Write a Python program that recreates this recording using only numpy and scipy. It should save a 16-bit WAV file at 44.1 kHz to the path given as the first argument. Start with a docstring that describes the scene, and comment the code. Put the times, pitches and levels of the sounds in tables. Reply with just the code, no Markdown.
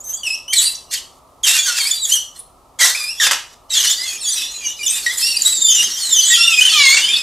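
"""Thin, high squeals and a faint hiss come first, then louder spitting and warbling, over a fan-like drone.
A red-hot metal ball, held in pliers, is dabbed and then pressed into a glass dish of water-gel beads.
Where a bead meets the metal, the vapour gap between them opens and shuts thousands of times a second
and squeals on a gliding pitch. Steam spits out, some beads burst, and a low bubbling joins halfway.
A small hard room rings on after each sound."""
import sys
import numpy as np
from scipy import signal
from scipy.fft import rfft, irfft, next_fast_len
from scipy.io import wavfile
from scipy.ndimage import uniform_filter1d, minimum_filter1d

SR = 44100
rng = np.random.default_rng(int(sys.argv[2]) if len(sys.argv) > 2 else 0)


def dump(signal):
    """Clip the signal to [-1, 1] and save it as 16-bit WAV at the path in sys.argv[1]."""
    limited = np.clip(np.atleast_2d(signal).T, -1, 1)
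    pcm = np.round(limited * 32767).astype(np.int16)
    wavfile.write(sys.argv[1], SR, pcm)


N = 318481
T = np.arange(N) / SR
TOP_HZ = 15600  # the treble is cut above this


def undb(db):
    """Turn decibels into a number to multiply by."""
    return 10 ** (np.asarray(db) / 20)


def set_level(x, db):
    """Scale a sound to an average (RMS) level."""
    return x * undb(db) / np.sqrt(np.mean(x ** 2))


def colour(x, points, closed=False):
    """Filter by (f/Hz, gain/dB) points; closed=True silences everything beyond their ends."""
    size = next_fast_len(x.shape[-1])
    hz, db = np.transpose(points)
    edge_db = -120 if closed else None
    bin_hz = np.arange(size // 2 + 1) * SR / size
    gain = undb(np.interp(np.log(bin_hz + 1), np.log(hz), db, edge_db, edge_db))
    return irfft(rfft(x, size) * gain, size)[..., :x.shape[-1]]


def wander(rate_hz, size=N):
    """A smooth random curve, straying about 1 from zero, with rate_hz new values a second."""
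    hold = max(int(SR / rate_hz), 1)
    held = np.repeat(rng.standard_normal(size // hold + 1), hold)
    return 1.324 * uniform_filter1d(uniform_filter1d(held, hold), hold)[:size]


# The drone's mix of low and high sound: f/Hz, gain/dB
DRONE_COLOUR = [(12, -32.5), (20, -7), (53, -1), (216, -14), (270, -7.5), (319, -17), (367, -6.5),
                (434, -12), (642, -6), (738, -7.5), (802, -7.5), (1290, -6.5), (1480, -26.5), (13900, -28),
                (16000, -35)]
# How much the drone differs between left and right: f/Hz, level/dB against what both share
DRONE_WIDTH = [(30, -24), (125, -9), (300, -7), (700, -11), (1500, -6.5), (5000, -8)]
def drone():
    """Steady, fan-like room noise that swells a little."""
    mid, side = colour(rng.standard_normal((2, N)), DRONE_COLOUR, closed=True)
    side = colour(side, DRONE_WIDTH)
    return set_level(np.array([mid + side, mid - side]), db=-48) * undb(0.63 * wander(0.78))


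# The echo's spread between left and right, growing with pitch: f/Hz, side minus mid level/dB
STEREO_WIDTH = [(1000, -66.5), (2500, -51.5), (5000, -16.5), (9000, -1), (14000, -0.5)]
def room(x, ring_s=0.35):
    """Hard walls blur the sound into a short echo that dies by 60 dB in ring_s."""
    t = T[:SR // 2]
    decay = np.exp(-np.log(1000) * t / ring_s)
    onset = np.clip((t - .002) / 0.0009, 0, 1)
    mid, side = rng.standard_normal((2, len(t))) * decay * onset
    side = colour(side, STEREO_WIDTH)
    tail = np.array([mid + side, mid - side]) * undb(-7.5) / np.sqrt(np.sum(mid ** 2))
    reflected = colour(x, [(1000, 0), (2100, -2), (3000, 2.5), (14000, -5.5)])
    return signal.fftconvolve(reflected[None], tail, axes=1)[:, :N]


# The bubbling grows once the ball sits among the beads: t/s, level/dB
BUBBLING_LEVELS = [(3.7, -82), (3.73, -58), (7.2, -48.5)]
def bubbling():
    """A dull, uneven gurgle from under the ball."""
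    times, db = np.transpose(BUBBLING_LEVELS)
    lumpy_noise = undb(3.9 * wander(30)) * rng.standard_normal(N)
    gurgle = colour(lumpy_noise, [(100, -15.5), (200, 4), (400, 2.5), (600, -8.5)], closed=True)
    return set_level(gurgle, 0) * undb(np.interp(T, times, db, left=-120))


# Steam strength, one curve for each touch of the ball: t/s, level/dB
TOUCHES = [
    [(.004, -47), (.028, -56), (.124, -38.5), (.18, -55), (.227, -62)],
    [(.233, -50), (.281, -36), (.473, -64)],
    [(.515, -72), (.535, -16), (.559, -26), (.623, -24), (.718, -39), (.742, -39), (.766, -44), (.798, -47),
     (.894, -60)],
    [(.914, -21), (.95, -23), (.99, -30), (1.01, -55), (1.04, -62), (1.191, -57)],
    [(1.435, -30.5), (1.467, -13.5), (1.562, -12.5), (1.642, -27), (1.69, -14), (1.722, -27), (1.786, -17),
     (1.834, -28), (1.866, -22.5), (1.91, -27.5), (2.025, -45.5), (2.049, -29.5), (2.113, -24),
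     (2.161, -28), (2.297, -58), (2.401, -46), (2.44, -74)],
    [(2.792, -20.5), (2.82, -10.5), (2.865, -12.5), (2.9, -16), (2.916, -22), (3.103, -38.5), (3.151, -46),
     (3.191, -42)],
    [(3.204, -19), (3.233, -11.5), (3.273, -14), (3.297, -41), (3.308, -37), (3.312, -13), (3.335, -20.5),
     (3.37, -34), (3.448, -61), (3.544, -46)],
    [(3.698, -36.5), (3.73, -31.5), (3.745, -21.5), (3.817, -13), (3.905, -13), (3.96, -34), (4.137, -30),
     (4.192, -35), (4.368, -26.5), (4.504, -32), (4.6, -38.5), (4.687, -32), (4.775, -40.5), (4.839, -30.5),
     (4.983, -23.5), (5.03, -30.5), (5.11, -29), (5.214, -22.5), (5.39, -30), (5.454, -24.5),
     (5.653, -33.5), (5.845, -18.5), (5.856, -27), (6.068, -26.5), (6.228, -20), (6.356, -17.5),
     (6.427, -22), (6.539, -23), (6.603, -19), (6.93, -14), (7.03, -22.5), (7.218, -27.5)],
]
# Low boiling and high sizzle against the hiss of strong steam: t/s, boiling level/dB, sizzle level/dB
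STEAM_BALANCE = [(.1, -12, 7), (.22, -15, 4), (.25, -17, 3), (.55, -33, -2), (.62, -19, 5.5),
                 (.72, -22, 5.5), (.8, -26, -23), (.92, -57, -4), (1.0, -30, -3), (1.46, -17, -1.5),
                 (1.78, -16.5, -9), (1.84, -12, 4), (2.05, -22, 3.5), (2.16, -15.5, 8), (2.3, -13, -19),
                 (2.399, -21, 7.5), (2.8, -10.5, -6), (3.15, -11, 6.5), (3.21, -14, -9), (3.31, -3.5, -4.5),
                 (3.4, 0, -16), (3.699, -30, -8), (3.76, -16, -4), (3.9, -17, -6.5), (4.37, -19, 0),
                 (4.77, -19, -15), (4.85, -25, 5.5), (5.1, -12, -3), (5.25, -22, 4), (5.5, -16.5, -0.5),
                 (5.85, -16.5, -8.5), (6.07, -17, -4), (6.6, -19.5, -10), (6.93, -14.5, -30),
                 (7.2, -12.5, -7)]
def steam_levels(strong_db=-14):
    """Hiss, boiling and sizzle levels in dB; between touches nothing boils."""
    db = np.full((3, N), -120.)
    balance_times, boil_db, sizzle_db = np.transpose(STEAM_BALANCE)
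    for touch in TOUCHES:
        times, touch_db = np.transpose(touch)
        on = (T > times[0] - .003) & (T < times[-1])
        hiss_db = np.interp(T[on], times, touch_db)
        drop_db = strong_db - hiss_db  # boiling and sizzle win back a little of this drop
        db[:, on] = [hiss_db,
                     hiss_db + np.interp(T[on], balance_times, boil_db) + .12 * drop_db,
                     hiss_db + np.interp(T[on], balance_times, sizzle_db) + .034 * drop_db]
    return db


def film_settled(settle_s=.25):
    """0 at each fresh touch, rising to 1 as the film of vapour settles."""
    starts = np.array([touch[0][0] for touch in TOUCHES])
    since_s = T - starts[np.maximum(np.searchsorted(starts, T) - 1, 0)]
    return 1 - np.exp(-np.abs(since_s) / settle_s)


# The steam's main hiss: f/Hz, gain/dB
HISS_BAND = [(1300, -16.5), (1900, 3.5), (2600, -6.5), (3600, 3), (5000, 2), (7000, 5.5), (8800, -2)]
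# Its low boiling: f/Hz, gain/dB
BOIL_BAND = [(250, -23.5), (450, -7.5), (800, -0.5), (1300, 5), (1900, 8)]
# Its high sizzle: f/Hz, gain/dB
SIZZLE_BAND = [(7500, 4.5), (8800, -1), (11000, -1.5), (13500, -3.5), (15500, -41)]
# Beads bursting: t/s, peak level/dB before filtering
BURSTS = [(0.4825, -22), (0.53, -13), (0.914, -24), (1.4601, -6.5), (1.854, -3), (2.393, -29.5),
          (3.2675, 17), (3.3106, 17), (3.3322, 11), (5.0623, -1), (5.45, -24)]
def steam(levels_db):
    """Vapour leaves in uneven spits that all three bands share; a bursting bead adds a sharp puff."""
    spits = undb(1.63 * wander(900) + 2.3 * wander(120) + 2.0 * wander(25))
    out = np.zeros(N)
    for band, db in zip((HISS_BAND, BOIL_BAND, SIZZLE_BAND), levels_db):
        noise = colour(spits * rng.standard_normal(N), band, closed=True)
        out += set_level(noise, 0) * undb(db + 0.31 * wander(12))
    puff_shape = sum(undb(db) * (T >= at) * np.exp(-np.abs(T - at) / 0.0023) for at, db in BURSTS)
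    puffs = puff_shape * rng.standard_normal(N)
    return out + colour(puffs, [(400, -28.0), (1500, -6), (8000, -14.5), (14000, -24.5)])


def vapour_gap(hz, second_db, third_db, flutter_db, octave_db, bright_hz=3100):
    """The beating gap sounds its pitch and multiples of it (harmonics); it radiates best at bright_hz."""
    phase = 2 * np.pi * (np.cumsum(hz) / SR + rng.random())
    harmonics_db = [0 * hz, second_db, third_db]
    for k in range(3, int(TOP_HZ / hz.min())):
        # follow the harmonic two below: louder if that lies under bright_hz, softer if over
        harmonics_db.append(harmonics_db[k - 2] + octave_db * np.log2((k - 1) * hz / bright_hz))
    tone = np.zeros(len(hz))
    for n, db in enumerate(harmonics_db, start=1):
        in_range = hz < .45 * SR / n
        tone += undb(db + flutter_db * wander(150, len(hz))) * np.sin(n * phase) * in_range
    return tone


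def add_squeal(out, curve, wobble, flutter_db, octave_db, rise_s=0.0017, fall_s=.008):
    """Add one unsteady squeal from rows of t/s, f/Hz, level/dB, 2nd harmonic/dB, 3rd harmonic/dB."""
    times, *columns = np.transpose(curve)
    start, end = max(int(times[0] * SR), 0), min(int((times[-1] + fall_s / 2) * SR), N)
    t, size = T[start:end], end - start
    hz, db, second_db, third_db = (np.interp(t, times, column) for column in columns)
    shake = wander(60, size) + .8 * wander(300, size) + 1.8 * wander(1500, size)
    shaky_hz = hz * (1 + wobble[start:end] * shake)
    tone = vapour_gap(shaky_hz, second_db, third_db, 0.28 * flutter_db, octave_db)
    fade = np.clip(np.minimum((t - t[0]) / rise_s, (t[-1] - t) / fall_s), 0, 1)
    out[start:end] += np.sqrt(2) * tone * fade * undb(db + flutter_db * wander(110, size))


def faint_squeals(base_db, count=800):
    """Beads that barely touch the ball make a crowd of short glides, up to 9 dB above base_db."""
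    out, wobble = np.zeros(N), np.full(N, .007)
    for when, pitch, bend, length, strength in rng.random((count, 5)):
        times = when * N / SR + np.array([0, .5, 1]) * (.015 + .09 * length ** 2)
        hz = 2500 * 3.0 ** pitch * (1 + .22 * (bend - .55) * np.array([0, .3, 1]))
        db = np.interp(times, T[::64], base_db[::64]) + 9 * strength
        curve = [(*row, -6, -16) for row in zip(times, hz, db)]
        add_squeal(out, curve, wobble, flutter_db=2.0, octave_db=-10)
    return out


def arc(start_s, length_s, first_hz, middle_hz, last_hz, peak_db, peak_at, second_db):
    """The curve of a brief squeal: the pitch bends smoothly, the level swells to one peak and fades."""
    swell_db, fade_db = 7.5, 10.5
    peak_at = np.clip(peak_at, .01, .99)
    progress = np.sort(np.append(np.linspace(0, 1, num=9), peak_at))
    parabola = np.polyfit([0, .5, 1], [first_hz, middle_hz, last_hz], deg=2)
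    hz = np.polyval(parabola, progress)
    db = peak_db - np.interp(progress, [0, peak_at, 1], [swell_db, 0, fade_db])
    return list(zip(start_s + length_s * progress, hz, db, np.full_like(hz, second_db)))


# Brief squeals: start t/s, length/s, first f/Hz, middle f/Hz, last f/Hz, peak level/dB,
# place of the peak (0 to 1), 2nd harmonic level/dB against the 1st
BRIEF_SQUEALS = [ (.003, .062, 6630, 7640, 9150, -30, 0, -15), (0.041, 0.081, 5990, 6340, 6000, -24, 1, -5),
                 (.125, 0.062, 6100, 7200, 8800, -22.5, 0.4, -18),
                 (.129, 0.09, 3117, 3350, 3260, -35, 0.63, -11),
                 (0.171, 0.052, 4760, 4660, 4650, -35.5, .05, -20),
                 (0.479, .053, 2930, 3120, 3200, -23, 0.96, -4),
                 (0.528, 0.023, 2090, 2250, 2277, -15, 0.56, -13),
                 (.532, 0.1, 4497, 3990, 4010, -12, 0.58, 0),
                 (0.582, 0.02, 3630, 3450, 3600, -14.5, .05, 4), (.6, .1, 4150, 4600, 4800, -17, .45, 0),
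                 (0.642, 0.044, 4090, 4080, 4090, -16, 0.87, -3),
                 (0.651, 0.064, 3190, 2736, 2780, -27, 0.5, -9),
                 (0.751, .012, 5300, 6100, 7300, -21, .05, -35),
                 (0.942, .025, 4600, 4476, 4570, -27, .3, -18),
                 (0.953, 0.044, 3240, 2920, 3150, -26, 0.55, -8),
                 (1.434, 0.11, 3450, 2686, 2795, -17, 0.07, -1.5),
                 (1.545, 0.045, 1492, 1510, 1530, -25.5, .05, -6),
                 (1.655, .11, 1620, 1414, 1377, -25, 0.2, -10),
                 (1.916, 0.15, 4600, 4660, 4580, -24.5, 0.01, -7),
                 (2.087, 0.067, 7050, 6990, 7170, -20, .55, -37),
                 (2.091, 0.028, 3120, 2520, 2450, -34, 0.84, 8),
                 (2.359, 0.023, 4190, 4210, 4240, -36.5, .05, -3),
                 (2.388, 0.022, 9300, 9660, 10500, -29, 0.31, -40),
                 (2.797, 0.066, 2245, 1903, 2103, -12, 0.36, -6),
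                 (2.881, 0.036, 1936, 1812, 1950, -19, 0.28, 4),
                 (2.966, 0.065, 3730, 3680, 3670, -39, 0.43, -15),
                 (2.999, 0.049, 1242, 1202, 1220, -35, 0.14, -15),
                 (3.199, 0.065, 1982, 1683, 1650, -15, 0.18, -6),
                 (3.703, 0.11, 3945, 3615, 3000, -16.5, 0.68, -0.5),
                 (3.717, 0.069, 6770, 4430, 4600, -18, .9, -11),
                 (3.854, 0.021, 4220, 3750, 3300, -32, .9, 0),
                 (3.921, 0.024, 3230, 3160, 2950, -25, .05, -14),
                 (3.97, .054, 4606, 4800, 4920, -23, 0.94, -16),
                 (3.976, 0.094, 1916, 2015, 2124, -31.5, 0.76, -2),
                 (4.033, 0.1, 3630, 3310, 3350, -28, 0.1, -1),
                 (4.057, 0.12, 6570, 6750, 6650, -26.5, 0.95, -30),
                 (4.079, 0.035, 4450, 4430, 4420, -27, .8, -11),
                 (4.204, 0.15, 4700, 3316, 4740, -24.5, 0.61, 5.5),
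                 (4.242, 0.069, 4350, 4660, 4870, -27, 0.97, 2),
                 (4.293, 0.22, 6320, 5560, 5950, -23.5, 0.08, -25),
                 (4.512, 0.14, 6620, 6770, 6260, -28, .55, -25),
                 (4.61, .056, 2410, 2384, 2260, -32, .9, -2),
                 (4.635, 0.092, 3044, 2863, 3030, -24, 0.59, -1),
                 (4.647, 0.03, 6230, 6300, 6200, -21, .9, -30),
                 (4.698, 0.034, 7270, 7000, 6800, -25, .05, -35),
                 (4.79, 0.038, 2440, 2395, 2360, -24.5, .65, -7),
                 (4.829, 0.031, 2910, 2960, 2925, -23, .25, -2),
                 (4.862, .015, 3510, 3470, 3310, -18.5, .9, 5),
                 (4.878, 0.04, 3050, 3150, 3080, -26.5, 0, 11),
                 (4.898, 0.057, 8430, 8370, 9260, -16.5, 0.2, -40),
                 (4.939, .048, 3510, 3620, 3650, -25, .3, 0.5),
                 (5.063, 0.059, 1968, 1892, 2180, -14.5, 0, -8),
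                 (5.17, 0.02, 7270, 7120, 7100, -13.5, 0.7, -11),
                 (5.193, .051, 4290, 4320, 3900, -21, .05, -5),
                 (5.259, 0.095, 4630, 4490, 4180, -19.5, 0.3, -4),
                 (5.36, 0.017, 4500, 4650, 4930, -15.5, 1, -6),
                 (5.385, 0.042, 4740, 4560, 4240, -20.5, 0.26, -14),
                 (5.419, 0.0076, 7190, 7130, 7150, -9, 0.3, -23),
                 (5.524, 0.065, 4750, 4600, 4720, -25, 0.4, -5),
                 (5.556, 0.13, 6800, 6620, 6570, -27, 0.2, -33),
                 (5.604, 0.13, 4920, 4790, 4785, -22, 0.5, -4),
                 (5.678, 0.052, 3080, 3040, 2910, -18, 0.3, -15),
                 (5.685, 0.078, 5560, 5250, 4830, -23, 0, -1),
                 (5.748, 0.058, 3570, 3597, 3620, -18.5, 0.3, 8),
                 (5.866, 0.21, 5470, 5630, 5580, -24.5, 0.02, -26),
                 (5.987, .138, 6800, 6800, 6510, -28, 0.8, -23),
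                 (6.25, 0.112, 3410, 3440, 3360, -22, 0.75, 8),
                 (6.301, 0.045, 1870, 1906, 1970, -13.5, 0.45, -21),
                 (6.374, 0.19, 3360, 3605, 3490, -16, 0.33, -9),
                 (6.374, 0.18, 1356, 1370, 1287, -28.5, 0.02, -21),
                 (6.528, 0.022, 3166, 3234, 3244, -13.5, 1, -12),
                 (6.609, 0.028, 2840, 3010, 3020, -5, 0.53, -13),
                 (6.62, .06, 1525, 1514, 1500, -33, .05, -15),
                 (6.65, 0.054, 3060, 3040, 2630, -9, 0.05, -17),
                 (6.736, 0.034, 3286, 3120, 3000, -11, 0.95, -16),
                 (6.97, 0.03, 2697, 2766, 2840, -11.5, 0, -17),
                 (7.01, 0.12, 2827, 3170, 3210, -14, 0.2, -27),
                 (7.087, 0.045, 2370, 2498, 2710, -22, .05, -12),
                 (7.135, 0.099, 2690, 2570, 2540, -22, .9, -1), ]
# Longer warbling squeals; near the end one adds undertones at half and a quarter of its pitch.
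# Each curve: t/s, f/Hz, level/dB, 2nd harmonic level/dB against the 1st
LONG_WARBLES = [
    [(.232, 3000, -24, -6), (.248, 2930, -24, -5), (.281, 2550, -23.5, -6), (.329, 2570, -27, 0),
     (.352, 2793, -24, 3.5), (.362, 3270, -35, 3)],
    [(1.571, 3057, -28, -12), (1.589, 3445, -13.5, 4), (1.613, 3436, -24.5, 1.5), (1.694, 3040, -24, 8)],
    [(1.703, 2750, -27, 5), (1.76, 2610, -31, -3), (1.823, 2190, -26.5, 9), (1.865, 2310, -23, 5.5),
     (1.886, 2600, -29, 6)],
    [(1.907, 3400, -26, 9), (1.916, 3514, -10, 6), (1.943, 3490, -45, -13), (1.961, 3890, -37, -11),
     (2.002, 4010, -24.5, -8), (2.041, 3740, -33, 7), (2.056, 3360, -18.5, 4), (2.068, 3450, -47, -6)],
    [(2.11, 2970, -32, 2), (2.122, 3000, -18, -2), (2.146, 3254, -23, 0), (2.16, 2944, -24, 5.5),
     (2.206, 2995, -28.5, 2), (2.25, 2980, -56, 1.5)],
    [(2.948, 2260, -18, -9), (2.966, 2544, -28, 1), (3.041, 2413, -26.5, 1.5), (3.098, 2580, -33.5, 7.5),
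     (3.116, 2810, -29.5, 2.5), (3.167, 2560, -64, -6)],
    [(3.837, 2980, -23, -4), (3.861, 2840, -25, 3), (3.882, 3000, -17, 1.5), (3.93, 3860, -20, 4.5),
     (3.95, 4700, -25, -23)],
    [(4.379, 3950, -26, -21), (4.415, 3510, -30, -9), (4.448, 3520, -21.5, -19), (4.484, 4150, -36, -12),
     (4.568, 4060, -26.5, -6), (4.61, 4040, -57, -21)],
    [(5.211, 2610, -35, 11), (5.232, 2620, -23.5, 9), (5.304, 2900, -20, 0.5), (5.325, 2660, -28, 7),
     (5.382, 3030, -32, -5)],
    [(5.449, 3590, -20, 12), (5.463, 3856, -13, -2), (5.519, 3960, -21.5, 6), (5.573, 3700, -26, 7.5),
     (5.693, 3540, -17.5, 4), (5.712, 3250, -23.5, 12.5), (5.795, 2837, -13, -5.5),
     (5.813, 2883, -15.5, -1), (5.849, 3220, -22, 9.5), (5.867, 2970, -37, -15), (5.924, 3170, -40, -5)],
    [(5.989, 4620, -30, -2), (6.022, 4417, -19, -4), (6.091, 3935, -23.5, -2), (6.133, 3536, -15, 5),
     (6.172, 3050, -16.5, 4.5), (6.247, 3100, -16, 1)],
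    [(6.25, 4150, -30, 10), (6.28, 3905, -24.5, 11.5), (6.325, 3764, -17, 4.5), (6.362, 3280, -17, 5)],
    [(6.332, 3435, -12, -10), (6.36, 3080, -11.5, -26), (6.379, 2740, -20.5, 1), (6.414, 2697, -12, 1),
     (6.468, 2850, -18, -12), (6.546, 2500, -11, -9.5), (6.564, 2510, -23.5, -4), (6.597, 2498, -3, -16),
     (6.606, 2686, -34, 0)],
    [(6.72, 1310, -29.5, -25), (6.789, 1167, -24, -25), (6.878, 1069, -28.5, -23), (6.95, 1144, -45, -25)],
    [(6.738, 632, -56, -15), (6.789, 586, -53, -13), (6.878, 531.6, -56, -17), (6.94, 567, -57, -15)],
    [(6.738, 2530, -20.5, -13), (6.789, 2333, -12, -6.5), (6.878, 2132, -6.5, -6), (6.932, 2260, -13, -3),
     (6.98, 2277, -17, -4), (6.998, 2400, -13, -5.5)],
    [(7.028, 4930, -28, -13), (7.052, 4710, -24, -28), (7.091, 5340, -36, -1), (7.139, 4610, -26, -14),
     (7.178, 4370, -16, -23)],
    [(7.091, 3500, -22, 0), (7.127, 3620, -17, -14), (7.145, 3330, -13.5, -27), (7.172, 3800, -21, -25)],
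]
# Higher squeals mostly have a weaker 3rd harmonic: pitch f/Hz, level/dB against the 1st
THIRD_HARMONIC = [(600, 17), (1200, 2), (1900, -12), (2400, -8.5), (3300, -15), (4500, -22.5), (6000, -41)]
def bead_squeals(steam_db):
    """The clear squeals: rough in the blast of a fresh touch, steadier once the vapour film settles."""
    out = np.zeros(N)
    blast = np.clip((steam_db + 40) / 25, 0, 1)
    wobble = .0055 + .013 * blast * (1 - film_settled())  # as a share of the pitch
    pitches, third_db = np.transpose(THIRD_HARMONIC)
    for rows in [arc(*row) for row in BRIEF_SQUEALS] + LONG_WARBLES:
        curve = [(t, hz, db, second_db, np.interp(hz, pitches, third_db))
                 for t, hz, db, second_db in rows]
        add_squeal(out, curve, wobble, flutter_db=3.4, octave_db=-16)
    return out


# How the sound of the dish leans to one side: f/Hz, left minus right level/dB
LEFT_RIGHT_LEAN = [(300, -4), (1500, -1.5), (4000, 0.74), (9000, -3)]
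def scene():
    """The squealing, steaming dish in stereo, with the room's echo and the drone."""
    hiss_db, boil_db, sizzle_db = steam_levels()
    shift_db = 3.5 * film_settled()  # as the film settles, hiss and boiling give way to faint squeals
    dish = bead_squeals(hiss_db) + faint_squeals(hiss_db + shift_db - 16)
    dish += steam([hiss_db - shift_db, boil_db - shift_db, sizzle_db])
    dish += bubbling()
    left = colour(dish, [(hz, db / 2) for hz, db in LEFT_RIGHT_LEAN])
    right = colour(dish, [(hz, -db / 2) for hz, db in LEFT_RIGHT_LEAN])
    return undb(-1.5) * np.array([left, right]) + room(dish) + drone()


def record(dry):
    """The microphone dulls the treble, a limiter turns down the loudest peaks, and the top is cut."""
    top_cut = signal.ellip(12, .3, 90, TOP_HZ, fs=SR, output="sos")
    dulled = colour(dry, [(9500, -0.5), (13000, -4.5), (16000, -6.0)])
    peaks = np.abs(signal.sosfilt(top_cut, dulled)).max(axis=0)
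    safe_gain = np.minimum(1, .97 / (peaks + 1e-9))
    smooth_gain = uniform_filter1d(minimum_filter1d(safe_gain, size=65), size=33)
    return np.clip(signal.sosfilt(top_cut, dulled * smooth_gain), -1, 1)


dry = scene()
out = record(dry)
dump(out)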